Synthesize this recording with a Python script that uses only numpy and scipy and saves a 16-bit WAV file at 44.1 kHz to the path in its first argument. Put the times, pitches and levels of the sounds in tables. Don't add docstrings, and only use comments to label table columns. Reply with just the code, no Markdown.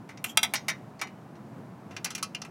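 import sys
import numpy as np
from scipy import signal
from scipy.fft import rfft, irfft
from scipy.io import wavfile

SR = 44100
rng = np.random.default_rng(int(sys.argv[2]) if len(sys.argv) > 2 else 0)


def materialize(psi):
    bounded = np.clip(np.atleast_2d(psi).T, -1, 1)
    quanta = np.round(bounded * 32767).astype(np.int16)
    wavfile.write(sys.argv[1], SR, quanta)


N = 110250
RING_S = 0.5
TOP_HZ = 16000

TONE_HZ = (1150, 2400, 5500, 11500)


def bracket():
    # [t/s, level/dB, low/dB, mid/dB, high/dB, top/dB, dense-ring t60/s at the mid tone]
    blows = [(0.3724, 0.5, 2.5, 0.5, 2.5, -0.5, 0.038), (0.4304, -4.5, 4, 0, 3, -1.5, 0.094),
             (0.4480, -19, 3, 4, -11, -1, 0.025)]
    # [f/Hz, relative level/dB, t60/s]
    modes = [(877, -39, .07), (1303, -33, .085), (1534, -36, .07), (2148, -29, .07), (2433, -28, .075),
             (2707, -23, .05), (3265, -22.5, .06), (3645, -28, .05), (3932, -23.5, .048), (4780, -29, .055),
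             (5778, -26.5, .072), (7120, -32, .045), (8355, -29, .04), (9545, -29, .04)]
    # [f/Hz, level/dB]
    body = [(300, -21), (520, -9.5), (700, 6.5), (870, 4.5), (1450, 5), (2100, 17.5), (2600, 14), (2920, 4),
            (3150, 21.5), (3600, 17), (4300, -3), (5100, 11), (5450, -1.5), (6100, 6), (6700, 5),
            (8600, 7.5), (10600, 12), (11800, 3.5), (16000, -2)]
    return strikes(blows, modes, body, modes_db=3.5, crack_db=-8.5)


def frame():
    # [t/s, level/dB, low/dB, mid/dB, high/dB, top/dB, dense-ring t60/s at the mid tone]
    knocks = [(0.0900, -18, 3.5, -1.7, -2, -7, 0.19), (0.1735, -29, -4, 2, 11.5, -6, 0.055),
              (0.5367, -0.5, 2.5, 1.2, 0, 8, 0.077), (0.5550, -6, -12, -2.5, 11, -5.5, 0.12),
              (0.6828, -1.5, 0, -0.65, 5.5, 1.5, 0.11), (0.6980, -9.5, -1, -0.28, 5.5, 1, 0.05),
              (0.9930, -22, 1.5, 1, 5.5, -12, 0.077), (1.0140, -3.5, 2, -3.4, 4, -3.5, 0.093),
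              (1.0720, -24.5, 0, -0.66, 2, -8, 0.073), (1.3533, -32.5, -1, -1, 1.5, -13, 0.09)]
    # [f/Hz, relative level/dB, t60/s]
    modes = [(640, -46, .1), (1293, -43, .1), (1930, -41, .13), (2060, -37, .16), (2285, -33, .13),
             (2740, -40, .1), (3745, -44, .13), (4188, -45, .13), (5765, -45, .11), (5911, -43, .09),
             (6850, -46, .09)]
    # [f/Hz, level/dB]
    body = [(300, -15), (500, -8.5), (640, -1.5), (870, 7), (1020, 6), (1450, 6.5), (2100, 15), (2700, 7),
            (3300, 3), (6200, -1), (7500, -4), (10500, -3), (16000, -14)]
    return strikes(knocks, modes, body, modes_db=5.0, crack_db=-11.5)


def nut():
    # [t/s, level/dB, low/dB, mid/dB, high/dB, top/dB, dense-ring t60/s at the mid tone]
    clicks = [(0.2414, 3.5, -3.5, 3.5, -12.5, 8, 0.054), (1.9090, -16.5, 6, 4, -6, -11, 0.22),
              (1.9650, -4, -2, 2.5, -2, -11, 0.073), (2.0448, 0.5, 0.5, -2.5, 3, 7.5, 0.069),
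              (2.0570, -5, 4, 4.5, -1, -6, 0.14), (2.1040, -8, 4.5, 2.5, 3, 2, 0.11),
              (2.1500, -3.5, -9, 2.5, 3.5, 3.5, 0.075), (2.1790, -7, 1, 1, -4.5, -1, 0.092),
              (2.2269, 1, -11, -1, 3, 4, 0.089), (2.3476, -3.5, -2.5, 3, -2.5, -6, 0.055),
              (2.4174, -6.5, 1.5, -4, 3.5, -7.5, 0.042), (2.4489, -10.5, 3, 1.5, -9, -6, 0.072)]
    # [f/Hz, relative level/dB, t60/s]
    modes = [(1290, -47, .07), (2060, -48, .08), (2422, -44, .11), (2650, -43, .08), (2820, -42, .07),
             (3035, -48, .11), (4110, -42, .07), (4660, -44, .08), (5370, -40, .07), (5790, -39, .05),
             (6100, -38, .06), (6720, -45, .06), (10400, -44, .04)]
    # [f/Hz, level/dB]
    body = [(150, -30), (700, -5), (1200, 2), (1900, -1), (2700, 0), (3500, -4), (4600, -4.5), (5900, 0),
            (8400, -9.5), (10500, -7), (12000, -14.5), (16000, -20)]
    return strikes(clicks, modes, body, modes_db=2.5, crack_db=-12)


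def strikes(blows, modes, body, modes_db, crack_db):
    out = np.zeros(N)
    t = np.arange(int(RING_S * SR)) / SR
    uneven = ripple(step_hz=110, depth_db=2.0)
    for start, db, low, mid, high, top, t60 in blows:
        crack = undb(crack_db) * contact(t)
        sound = colour(dense_ring(t, t60) + crack, body)
        sound = colour(sound, uneven)
        grip = ripple(step_hz=330, depth_db=2.5)
        sound = colour(sound, grip)
        polarities = np.sign(rng.standard_normal(len(modes)))
        for (hz, mode_db, mode_t60), polarity in zip(modes, polarities):
            sound += polarity * undb(modes_db + mode_db) * ring(t, hz, mode_t60)
        tone = list(zip(TONE_HZ, (low, mid, high, top)))
        add(out, start, undb(db) * colour(sound, tone))
    return out


def contact(t, count=3):
    crack_s = 0.002
    chatter_s, chatter_db = 0.014, -0.5
    push = np.exp(-t / crack_s)
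    for when, size in rng.random((count, 2)):
        skip = 2 * size * undb(chatter_db) * np.exp(-2 * t / crack_s)
        add(push, when * chatter_s, skip)
    return unit(rng.standard_normal(len(t)) * push) / np.sqrt(len(t))


def dense_ring(t, t60):
    damping = 0.35
    rise = 1 - np.exp(-t / 0.0005)
    noise = rfft(rng.standard_normal(len(t)))
    f = np.fft.rfftfreq(len(t), 1 / SR)
    edges = np.geomspace(200, 20000, 21)
    out = 0
    for lo, hi in zip(edges, edges[1:]):
        band = irfft(noise * ((f >= lo) & (f < hi)), len(t))
        band_t60 = t60 * (lo / TONE_HZ[1]) ** -damping
        band = band * fade(t, band_t60) * rise
        out = out + unit(band) * np.sqrt(2 * (hi - lo) / SR / len(t))
    return out


def ring(t, hz, t60):
    rattle_share, rattle_hz = 0.3, 130
    knots = np.arange(0, RING_S, 1 / rattle_hz)
    real, imag = rng.standard_normal((2, len(knots)))
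    shake = 1 + rattle_share * np.interp(t, knots, real + 1j * imag)
    tone = np.imag(shake * np.exp(2j * np.pi * hz * t))
    return tone * fade(t, t60) * (1 - np.exp(-t / 0.0012))


def single_tones():
    # [t/s, f/Hz, level/dB, t60/s]
    tones = [(0.2414, 2750, -26, .034), (0.2414, 8420, -29, .035), (0.293, 3250, -39, .11),
             (0.442, 900, -27, .04), (0.5367, 6444, -44, .26), (0.6833, 4650, -41, .1),
             (1.0156, 2960, -51, .35), (1.0156, 2310, -29, .065), (1.0156, 1290, -33, .05),
             (2.15, 4107, -38, .055), (2.2269, 1135, -28.5, .065), (2.2269, 1292, -27, .07),
             (2.2269, 5270, -33, .065), (2.3476, 2826, -33, .065), (2.3476, 3052, -36, .065),
             (2.4174, 5766, -35, .032)]
    out = np.zeros(N)
    t = np.arange(int(RING_S * SR)) / SR
    for start, hz, db, t60 in tones:
        add(out, start, undb(db) * ring(t, hz, t60))
    return out


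def scrape():
    # [t/s, level/dB]
    slide = [(0.25, -53), (0.265, -46), (0.283, -49), (0.299, -44), (0.311, -51), (0.335, -68)]
    # [f/Hz, level/dB]
    body = [(500, -6.5), (2200, -2), (3200, 8), (4200, -14), (5800, 0.5), (6600, -4), (7200, 4), (8800, -7),
            (13300, -6), (16000, -18)]
    slips_per_s = 1500
    slips = (rng.random(N) < slips_per_s / SR) * rng.standard_normal(N)
    grain = dense_ring(np.arange(SR // 10) / SR, t60=0.048)
    rasp = signal.fftconvolve(slips, grain)[:N]
    times, db = np.array(slide).T
    level = np.interp(np.arange(N) / SR, times, undb(db), left=0, right=0)
    return unit(colour(rasp, body)) * level


def yard(x):
    # [f/Hz, level/dB]
    tone = [(300, -1), (2500, 0), (6000, -4.5), (9000, -9), (16000, -5.5)]
    wall_s, wall_db = 0.017, -15
    tail_t60_s, tail_db, gap_s = 0.27, -18, 0.004
    t = np.arange(int(RING_S * SR)) / SR
    swell = 1 - np.exp(-(t / gap_s) ** 2)
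    tail = rng.standard_normal(len(t)) * fade(t, tail_t60_s) * swell
    echo = undb(tail_db) * unit(tail) / np.sqrt(len(t))
    add(echo, wall_s, undb([wall_db]))
    return signal.fftconvolve(x, colour(echo, tone))[:N]


def rumble():
    # [f/Hz, relative density/dB per Hz]
    shape = [(15, -83), (25, -52.5), (84, -17), (114, -2.5), (212, -1), (256, -5), (503, -15), (695, -12.5),
             (1070, -17.5), (3430, -38), (16000, -50)]
    level_db, waver_db = -46, 0.7
    hz, db = np.array(shape, float).T
    f = np.fft.rfftfreq(N, 1 / SR)
    gain = undb(np.interp(np.log(f + 1), np.log(hz), db))
    wash = unit(irfft(rfft(rng.standard_normal(N)) * gain, N))
    waver = np.interp(np.linspace(0, 1, N), np.linspace(0, 1, 20), rng.standard_normal(20))
    return wash * undb(level_db + waver_db * waver)


def ripple(step_hz, depth_db):
    steps = np.arange(step_hz, TOP_HZ, step_hz)
    return list(zip(steps, depth_db * np.clip(rng.standard_normal(len(steps)), -2, 1)))


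def colour(x, points):
    size = 4096
    hz, db = np.array(points, float).T
    f = np.fft.rfftfreq(size, 1 / SR)
    log_gain = np.log(undb(np.interp(np.log(f + 1), np.log(hz), db)))
    cepstrum = irfft(log_gain)
    cepstrum[1:size // 2] *= 2
    cepstrum[size // 2 + 1:] = 0
    impulse = irfft(np.exp(rfft(cepstrum)))
    return signal.fftconvolve(x, impulse)[:len(x)]


def fade(t, t60):
    return np.exp(-np.log(1000) * t / max(t60, 1e-3))


def undb(db):
    return 10 ** (np.asarray(db) / 20)


def unit(x):
    return x / np.sqrt(np.mean(x ** 2) + 1e-20)


def add(out, start_s, sound):
    i = max(int(start_s * SR), 0)
    out[i:i + len(sound)] += sound[:len(out) - i]


def scene():
    tools = bracket() + frame() + nut() + single_tones() + scrape()
    return (tools + yard(tools) + rumble())[None]


def record(dry):
    low_pass = signal.ellip(8, 0.2, 70, TOP_HZ, fs=SR, output="sos")
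    return signal.sosfilt(low_pass, dry)


dry = scene()
out = record(dry)
materialize(out)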